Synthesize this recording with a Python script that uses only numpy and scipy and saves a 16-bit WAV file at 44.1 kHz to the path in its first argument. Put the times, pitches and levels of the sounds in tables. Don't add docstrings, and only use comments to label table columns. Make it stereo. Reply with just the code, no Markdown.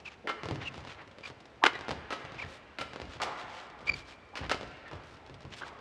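import sys
import numpy as np
from scipy import signal
from scipy.fft import rfft, irfft
from scipy.io import wavfile

SR = 44100
rng = np.random.default_rng(int(sys.argv[2]) if len(sys.argv) > 2 else 0)


def wav_record(signal):
    frames = np.transpose(np.atleast_2d(signal))
    bounded = np.clip(frames, -1, 1)
    quanta = np.round(bounded * 32767).astype(np.int16)
    wavfile.write(sys.argv[1], SR, quanta)


N = 255817
T = np.arange(int(.4 * SR)) / SR


def undb(db):
    return np.exp(np.asarray(db) * np.log(10) / 20)


def add(track, s, sound):
    start = int(round(s * SR))
    lo, hi = max(start, 0), min(start + len(sound), N)
    track[lo:hi] += sound[lo - start:hi - start]


def delayed(x, s):
    return np.interp(T - round(s * SR) / SR, T, x, left=0)


def burst(x, db):
    return x * undb(db) * np.sqrt(.01 * SR / np.sum(x ** 2))


def colour(x, points, tilt_db=0, size=4096):
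    octave = np.log2(np.maximum(np.fft.rfftfreq(size, 1 / SR), 10))
    hz, db = np.transpose(points)
    hinge = np.clip(octave - np.log2(1000), -2, 3)
    response_db = np.interp(octave, np.log2(hz), db) + tilt_db * hinge
    cepstrum = irfft(np.log(undb(response_db)))
    cepstrum[1:size // 2] *= 2
    cepstrum[size // 2 + 1:] = 0
    kernel = irfft(np.exp(rfft(cepstrum)))
    return signal.fftconvolve(x, kernel)[:len(x)]


def fading(t60):
    x = rng.standard_normal(len(T)) * undb(-60 * T / t60)
    return x / np.sqrt(np.sum(x ** 2))


def wander(knots):
    return np.interp(T, knots, rng.standard_normal(len(knots)))


def swell(length):
    return np.exp(-2 * (2 * (T - length) / length) ** 2)


def impact(rattle_db, rattle_t60, scatter_db, scatter_t60, flex_hz=2400, size=512):
    out = undb(rattle_db) * fading(rattle_t60) + undb(scatter_db) * fading(scatter_t60)
    hz = np.fft.rfftfreq(size, 1 / SR)
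    flex_phase = -8 * np.arctan(np.tan(np.pi * hz / SR) * SR / np.pi / flex_hz)
    add(out, 0, irfft(np.exp(1j * flex_phase)))
    return out


# f/Hz, level before the stroke's own offset/dB, t60/s
STRING_MODES = [(2110, 0, .17), (2990, -6, .24), (3060, -11, .2), (3470, -12, .15), (3760, -16, .12),
                (4665, -9, .05)]


def strings(pitch_hz, upper_db):
    modes = [(pitch_hz, -2, .22)]
    modes += [(hz, db + upper_db, decay) for hz, db, decay in STRING_MODES]
    ring = np.zeros(len(T))
    for hz, db, decay in modes:
        detuned_hz = hz * (1 + .004 * rng.standard_normal())
        ring += undb(db - 60 * T / decay) * np.sin(2 * np.pi * detuned_hz * T)
    return ring


# t/s, near microphone level/dB, lag to the far one/s, far microphone level/dB,
# nominal string f/Hz, string ring relative level/dB, crack brightness/(dB per octave),
# hall send before the mix/dB, upper string modes relative level/dB
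RACKET_STROKES = [(0.2728, -31.5, 0.02, -30, 1335, -4, 2.5, 1, -3.5),
                  (1.6384, -15.5, 0.0236, -16.5, 1392, -15.5, 2.7, -10.5, 0),
                  (2.1054, -35, 0.019, -32.5, 1287, -2, 4.5, 3.5, -28),
                  (2.786, -36, .0250, -35, 1368, -3.5, 6.5, 1, -6),
                  (3.2180, -31.5, 0.013, -33, 1162, -14, 8, -2, -23),
                  (4.355, -37.5, 0.0165, -35.5, 1450, -14.5, 5.5, 1.5, -19),
                  (4.4960, -32, 0.018, -25.5, 1294, -7, 6, -4, -5.5)]
# f/Hz, level/dB
CORK_CRACK = [(60, -63), (140, -40), (270, 5.5), (500, -4), (800, 5), (1300, 4), (1900, -2), (2550, -7),
              (3000, -9), (4100, -17), (4700, -18), (5600, -25), (10000, -46), (15000, -67)]
# f/Hz, level/dB
FRAME_THUMP = [(60, -36.5), (170, -5), (300, 7.5), (550, 8.5), (900, -8), (3000, -35.5), (12000, -89)]
BOARDS_SHARE = 0.63
THUMP_DB, THUMP_PER_RING = -2, 0.51


def rackets(boards_db=-6, bounce_s=0.0042, bounce_db=-1, ring_hall_db=-7):
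    direct, feed = np.zeros(N), np.zeros(N)
    for s, near_db, lag, far_db, pitch_hz, ring_db, tilt_db, hall_db, upper_db in RACKET_STROKES:
        near, boards, far, bounce = (
            impact(rattle_db=1, rattle_t60=.026, scatter_db=hall_db + 3, scatter_t60=.15) for _ in range(4))
        near = near + undb(boards_db) * delayed(boards, BOARDS_SHARE * lag)
        far = far + undb(bounce_db) * delayed(bounce, bounce_s)
        for delay, db, push in ((0, near_db, near), (lag, far_db, far)):
            crack = burst(colour(push, CORK_CRACK, tilt_db), db)
            thump = burst(colour(push, FRAME_THUMP), db + THUMP_DB + THUMP_PER_RING * ring_db)
            ring = burst(strings(pitch_hz, upper_db), db + ring_db)
            add(direct, s + delay, crack + thump + ring)
            add(feed, s + delay, (crack + thump + undb(ring_hall_db) * ring) * undb(hall_db))
    return direct, feed


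# t at loudest/s, rise length/s, f at loudest/Hz, level/dB
RACKET_SWINGS = [(0.257, 0.036, 475, -41), (1.633, 0.025, 1093, -29), (3.208, 0.022, 1174, -44),
                 (4.341, .026, 880, -47)]


def swings(eddy_hz=150):
    out = np.zeros(N)
    lowpass = signal.butter(2, eddy_hz, fs=SR, output="sos")
    for s, length, hz, db in RACKET_SWINGS:
        noise = rng.standard_normal(len(T)) + 1j * rng.standard_normal(len(T))
        eddies = signal.sosfilt(lowpass, noise)
        speed = np.minimum(T / length, 1.4)
        phase = 2 * np.pi * np.cumsum(hz * (1 + speed) / 2) / SR
        whistle = np.real(eddies * np.exp(1j * phase))
        add(out, s - length, burst(swell(length) * whistle, db))
    return out


# multiple of the squeak's start f or scuff's centre f, level/dB
RUBBING = [(.1, -6), (.4, 8), (.75, 6), (1, 8), (1.5, 1.5), (2.5, -9.5), (4, -32), (6, -70), (9, -88)]


def chirp(length, start_hz, end_hz, db, overtone_db):
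    waver, rough, rub_db = .021, .35, -30
    knots = T[::40]
    pitch_walk, grip = wander(knots), wander(knots)
    glide_hz = np.interp(T, [length / 2, 3 * length / 2], [start_hz, end_hz])
    phase = 2 * np.pi * np.cumsum(glide_hz * (1 + waver * pitch_walk)) / SR
    overtones = np.sin(2 * phase) + undb(-17) * np.sin(3 * phase)
    tone = np.sin(phase) + undb(overtone_db) * overtones
    rub = colour(rng.standard_normal(len(T)), [(k * start_hz, gain) for k, gain in RUBBING])
    noise = undb(rub_db + db / 2) * rub / np.std(rub)
    return swell(length) * undb(db) * (1 + rough * grip) * tone + np.sqrt(swell(length)) * noise


# t at loudest/s, rise length/s, nominal start f/Hz, nominal end f/Hz,
# near microphone nominal peak level/dB, lag to the far one/s, far microphone nominal peak level/dB,
# overtone relative level/dB
SHOE_SQUEAKS = [(0.062, 0.023, 2850, 2240, -39.5, .019, -38.5, -24),
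                (.662, 0.023, 2900, 2590, -38, 0.018, -32, -41),
                (1.239, .015, 2326, 2430, -38.5, .019, -35, -13),
                (1.734, 0.039, 2020, 1890, -55, 0.022, -39, -10.5),
                (2.398, .028, 2650, 2050, -36, .026, -35, -25),
                (2.44, 0.015, 2060, 1650, -40, 0.023, -47, -23),
                (3.876, .013, 2396, 2270, -30.5, .02, -18.5, -15.5),
                (3.883, .011, 2180, 2430, -30, 0.029, -40, -14),
                (3.921, 0.013, 2320, 2310, -39, .02, -32, -3.5),
                (4.869, 0.038, 1880, 1742, -48, 0.017, -52, -35),
                (5.621, 0.011, 1242, 1840, -37, 0.015, -35.5, -14)]


def squeaks():
    out = np.zeros(N)
    for s, length, start_hz, end_hz, near_db, lag, far_db, overtone_db in SHOE_SQUEAKS:
        for delay, db in ((0, near_db), (lag, far_db)):
            add(out, s + delay - length, chirp(length, start_hz, end_hz, db, overtone_db))
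    return out


# multiple of the boom f, level/dB
SPRUNG_FLOOR = [(.2, -20), (.4, -8.5), (.6, -1), (1, -1.5), (1.5, -9), (2.4, -12.5), (5.5, -21.5),
                (14, -39), (45, -74), (110, -95)]
BOOM_RISE_S, BOOM_T60_S = 0.0037, 0.39


def boom(boom_hz, db):
    load = fading(BOOM_T60_S) * (1 - np.exp(-T / BOOM_RISE_S))
    return burst(colour(load, [(k * boom_hz, gain) for k, gain in SPRUNG_FLOOR]), db)


# t/s, near microphone click level/dB,
# lag to the far one/s, far microphone click level/dB, low boom level/dB, boom f/Hz
FOOTFALLS_AND_CLICKS = [(.434, -37, .0225, -38, -36, 138), (.487, -36, .0235, -34.5, -28, 135),
                        (.535, -56, 0.023, -42, -46, 130), (.743, -45, 0.036, -45, -41, 133),
                        (0.85, -45, .0225, -45, -53, 120), (1.185, -48, 0.024, -51.5, -83, 130),
                        (1.277, -50, 0.024, -46, -50, 120), (1.733, -44.5, .021, -42.5, -62, 120),
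                        (1.791, -45, 0.019, -41, -49, 123), (1.883, -35, .025, -33.5, -35, 140),
                        (1.892, -34, 0.021, -35, -48, 110), (1.959, -64, 0.033, -58, -43, 99),
                        (2.229, -55, .022, -43, -43, 110), (2.321, -47, 0.024, -48, -43, 102),
                        (2.425, -45, 0.024, -46, -39, 111.5), (2.775, -60, .022, -62, -44, 113),
                        (2.934, -43, .026, -39, -52, 110.3), (3, -40.5, 0.017, -39.5, -39.5, 99),
                        (3.054, -47.5, 0.02, -70, -42.5, 100.6), (3.137, -62, 0.024, -50, -45, 121),
                        (3.807, -50, .022, -49.5, -47.5, 129), (3.882, -45, 0.023, -52, -35.5, 92),
                        (4.392, -44, .022, -46, -33, 108), (4.442, -46, .022, -48, -51, 90),
                        (4.5209, -45, 0.024, -35, -42, 90), (4.611, -39.5, 0.02, -42, -43, 108),
                        (4.9138, -45.5, .019, -44.5, -37, 116), (5.275, -54, .022, -49, -42.5, 131.6),
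                        (5.4301, -51.5, 0.021, -47.5, -39, 105)]
# f/Hz, level/dB
TAP_SPECTRUM = [(50, -15.5), (150, -1.5), (450, 0.5), (900, -2.5), (1600, -9.5), (3000, -12.5),
                (5000, -16.5), (10000, -39.5), (15000, -102)]
TAP_TILT_DB, TILT_PER_DB = -0.44, 0.02
BOOM_LAG_S = 0.01


def footfalls_and_clicks():
    out = np.zeros(N)
    for s, near_db, lag, far_db, boom_db, boom_hz in FOOTFALLS_AND_CLICKS:
        for delay, db in ((0, near_db), (lag, far_db)):
            tilt_db = TAP_TILT_DB + TILT_PER_DB * max(db - boom_db, 0)
            push = impact(rattle_db=-3.5, rattle_t60=0.05, scatter_db=-4.0, scatter_t60=0.24)
            add(out, s + delay, burst(colour(push, TAP_SPECTRUM, tilt_db), db))
        add(out, s + BOOM_LAG_S, boom(boom_hz, boom_db))
    return out


# t at loudest/s, rise length/s, centre f/Hz,
# rms level at loudest/dB
SOLE_SCUFFS = [(0.123, .07, 2530, -52.5), (0.627, .055, 2300, -40.5), (0.775, 0.15, 3000, -54),
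               (0.906, .11, 2700, -47.5), (1.004, 0.097, 1760, -50), (1.271, .07, 3180, -48),
               (2.388, 0.12, 2290, -52), (2.523, 0.16, 3650, -55.5), (3.133, 0.13, 2900, -51.5),
               (3.404, 0.093, 3040, -49), (3.567, 0.24, 3000, -50.5), (3.876, .045, 3040, -47),
               (3.983, 0.099, 3260, -48.5), (4.1, 0.13, 3200, -54), (4.439, 0.085, 1830, -45),
               (5.1, 0.2, 3670, -61.5), (5.537, 0.048, 2850, -46), (5.588, 0.07, 3400, -48),
               (5.672, .075, 3170, -52.5)]


def scuffs():
    out = np.zeros(N)
    grain_db, knots = 3, T[::100]
    for s, length, hz, db in SOLE_SCUFFS:
        slips = rng.standard_normal(len(T)) * undb(grain_db * wander(knots))
        rub = colour(slips, [(k * hz, gain) for k, gain in RUBBING])
        add(out, s - length, undb(db) * swell(length) * rub / np.std(rub))
    return out


SET_S, SET_DB = .17, -11


def readiness_db(s):
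    return SET_DB * any(0 < stroke[0] - s < SET_S for stroke in RACKET_STROKES)


def shuffling(count=90, mean_db=-55.5, spread_db=3):
    out = np.zeros(N)
    for slot, (place, size, bright) in enumerate(rng.random((count, 3))):
        s = (slot + place) / count * N / SR
        push = impact(rattle_db=12.0, rattle_t60=0.036, scatter_db=11.5, scatter_t60=0.065)
        tap = colour(push, TAP_SPECTRUM, 2.4 * bright)
        add(out, s, burst(tap, mean_db + spread_db * (2 * size - 1) + readiness_db(s)))
    return out


def soft_landings(count=18, mean_db=-54, spread_db=3, boom_hz=110):
    out = np.zeros(N)
    for slot, (place, size) in enumerate(rng.random((count, 2))):
        s = (slot + place) / count * N / SR
        add(out, s, boom(boom_hz, mean_db + spread_db * (2 * size - 1) + readiness_db(s)))
    return out


# t/s, level before the mix/dB
FAR_KNOCKS = [(3.2009, -35.5), (3.219, -35.5), (3.2668, -37), (4.913, -45.5), (5.612, -42.5),
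              (5.666, -48.5)]
# f/Hz, level/dB
KNOCK_SPECTRUM = [(100, -13), (350, -5.5), (600, -3), (790, 0), (1200, 0.5), (1900, -9.5), (4000, -20),
                  (8000, -39), (14000, -75)]


def knocks():
    out = np.zeros(N)
    for s, db in FAR_KNOCKS:
        push = impact(rattle_db=-10.0, rattle_t60=0.074, scatter_db=11.5, scatter_t60=0.41)
        add(out, s, burst(colour(push, KNOCK_SPECTRUM), db))
    return out


# f/Hz, t60/s, level/dB
HALL_BANDS = [(60, 3.6, -7.5), (195, 1.5, -5), (452, 1.54, 0), (1170, 2.73, -4), (2220, 2.88, -3),
              (5000, 1.2, -4), (10000, 0.67, -1.5), (16000, .5, -11)]


def hall(x, build_s=0.0076):
    t = np.arange(2 * SR) / SR
    hz, t60, db = np.transpose(HALL_BANDS)
    octave = np.log2(np.maximum(np.fft.rfftfreq(len(t), 1 / SR), 1))
    noise = rfft(rng.standard_normal(len(t)))
    tail = np.zeros(len(t))
    for band, decay, gain in zip(np.eye(len(hz)), t60, db):
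        share = np.interp(octave, np.log2(hz), band)
        tail += irfft(noise * share) * undb(gain - 60 * t / decay)
    tail *= (1 - np.exp(-t / build_s)) / np.sqrt(SR)
    return signal.fftconvolve(x, tail)[:N]


# f/Hz, relative level per Hz/dB
AIR_SPECTRUM = [(22, -14), (42, -4), (65, 2.5), (130, -3), (250, -1), (600, -2.5), (1200, -9),
                (2400, -12.5), (4500, -23), (8000, -35.5), (11000, -48), (15000, -64)]
AIR_DB = -56.5


def air():
    x = colour(rng.standard_normal(N), AIR_SPECTRUM)
    return x / np.std(x) * undb(AIR_DB)


def scene():
    hits, hit_feed = rackets()
    chirps = squeaks()
    taps = footfalls_and_clicks() + shuffling() + soft_landings()
    slides = scuffs()
    far = knocks()
    direct = hits + swings() + taps + chirps + slides + undb(3.5) * far
    feed = undb(4.0) * hit_feed + undb(2.5) * taps + undb(14.5) * far
    feed += undb(-11.5) * chirps + undb(-9.5) * slides
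    mono = direct + hall(feed) + air()
    return np.array([mono, mono])


TOP_HZ = 15000


def record(dry):
    rumble_cut = signal.butter(3, 42, "high", fs=SR, output="sos")
    top_cut = signal.ellip(8, .2, 70, TOP_HZ, fs=SR, output="sos")
    return signal.sosfilt(top_cut, signal.sosfilt(rumble_cut, dry))


dry = scene()
out = record(dry)
wav_record(out)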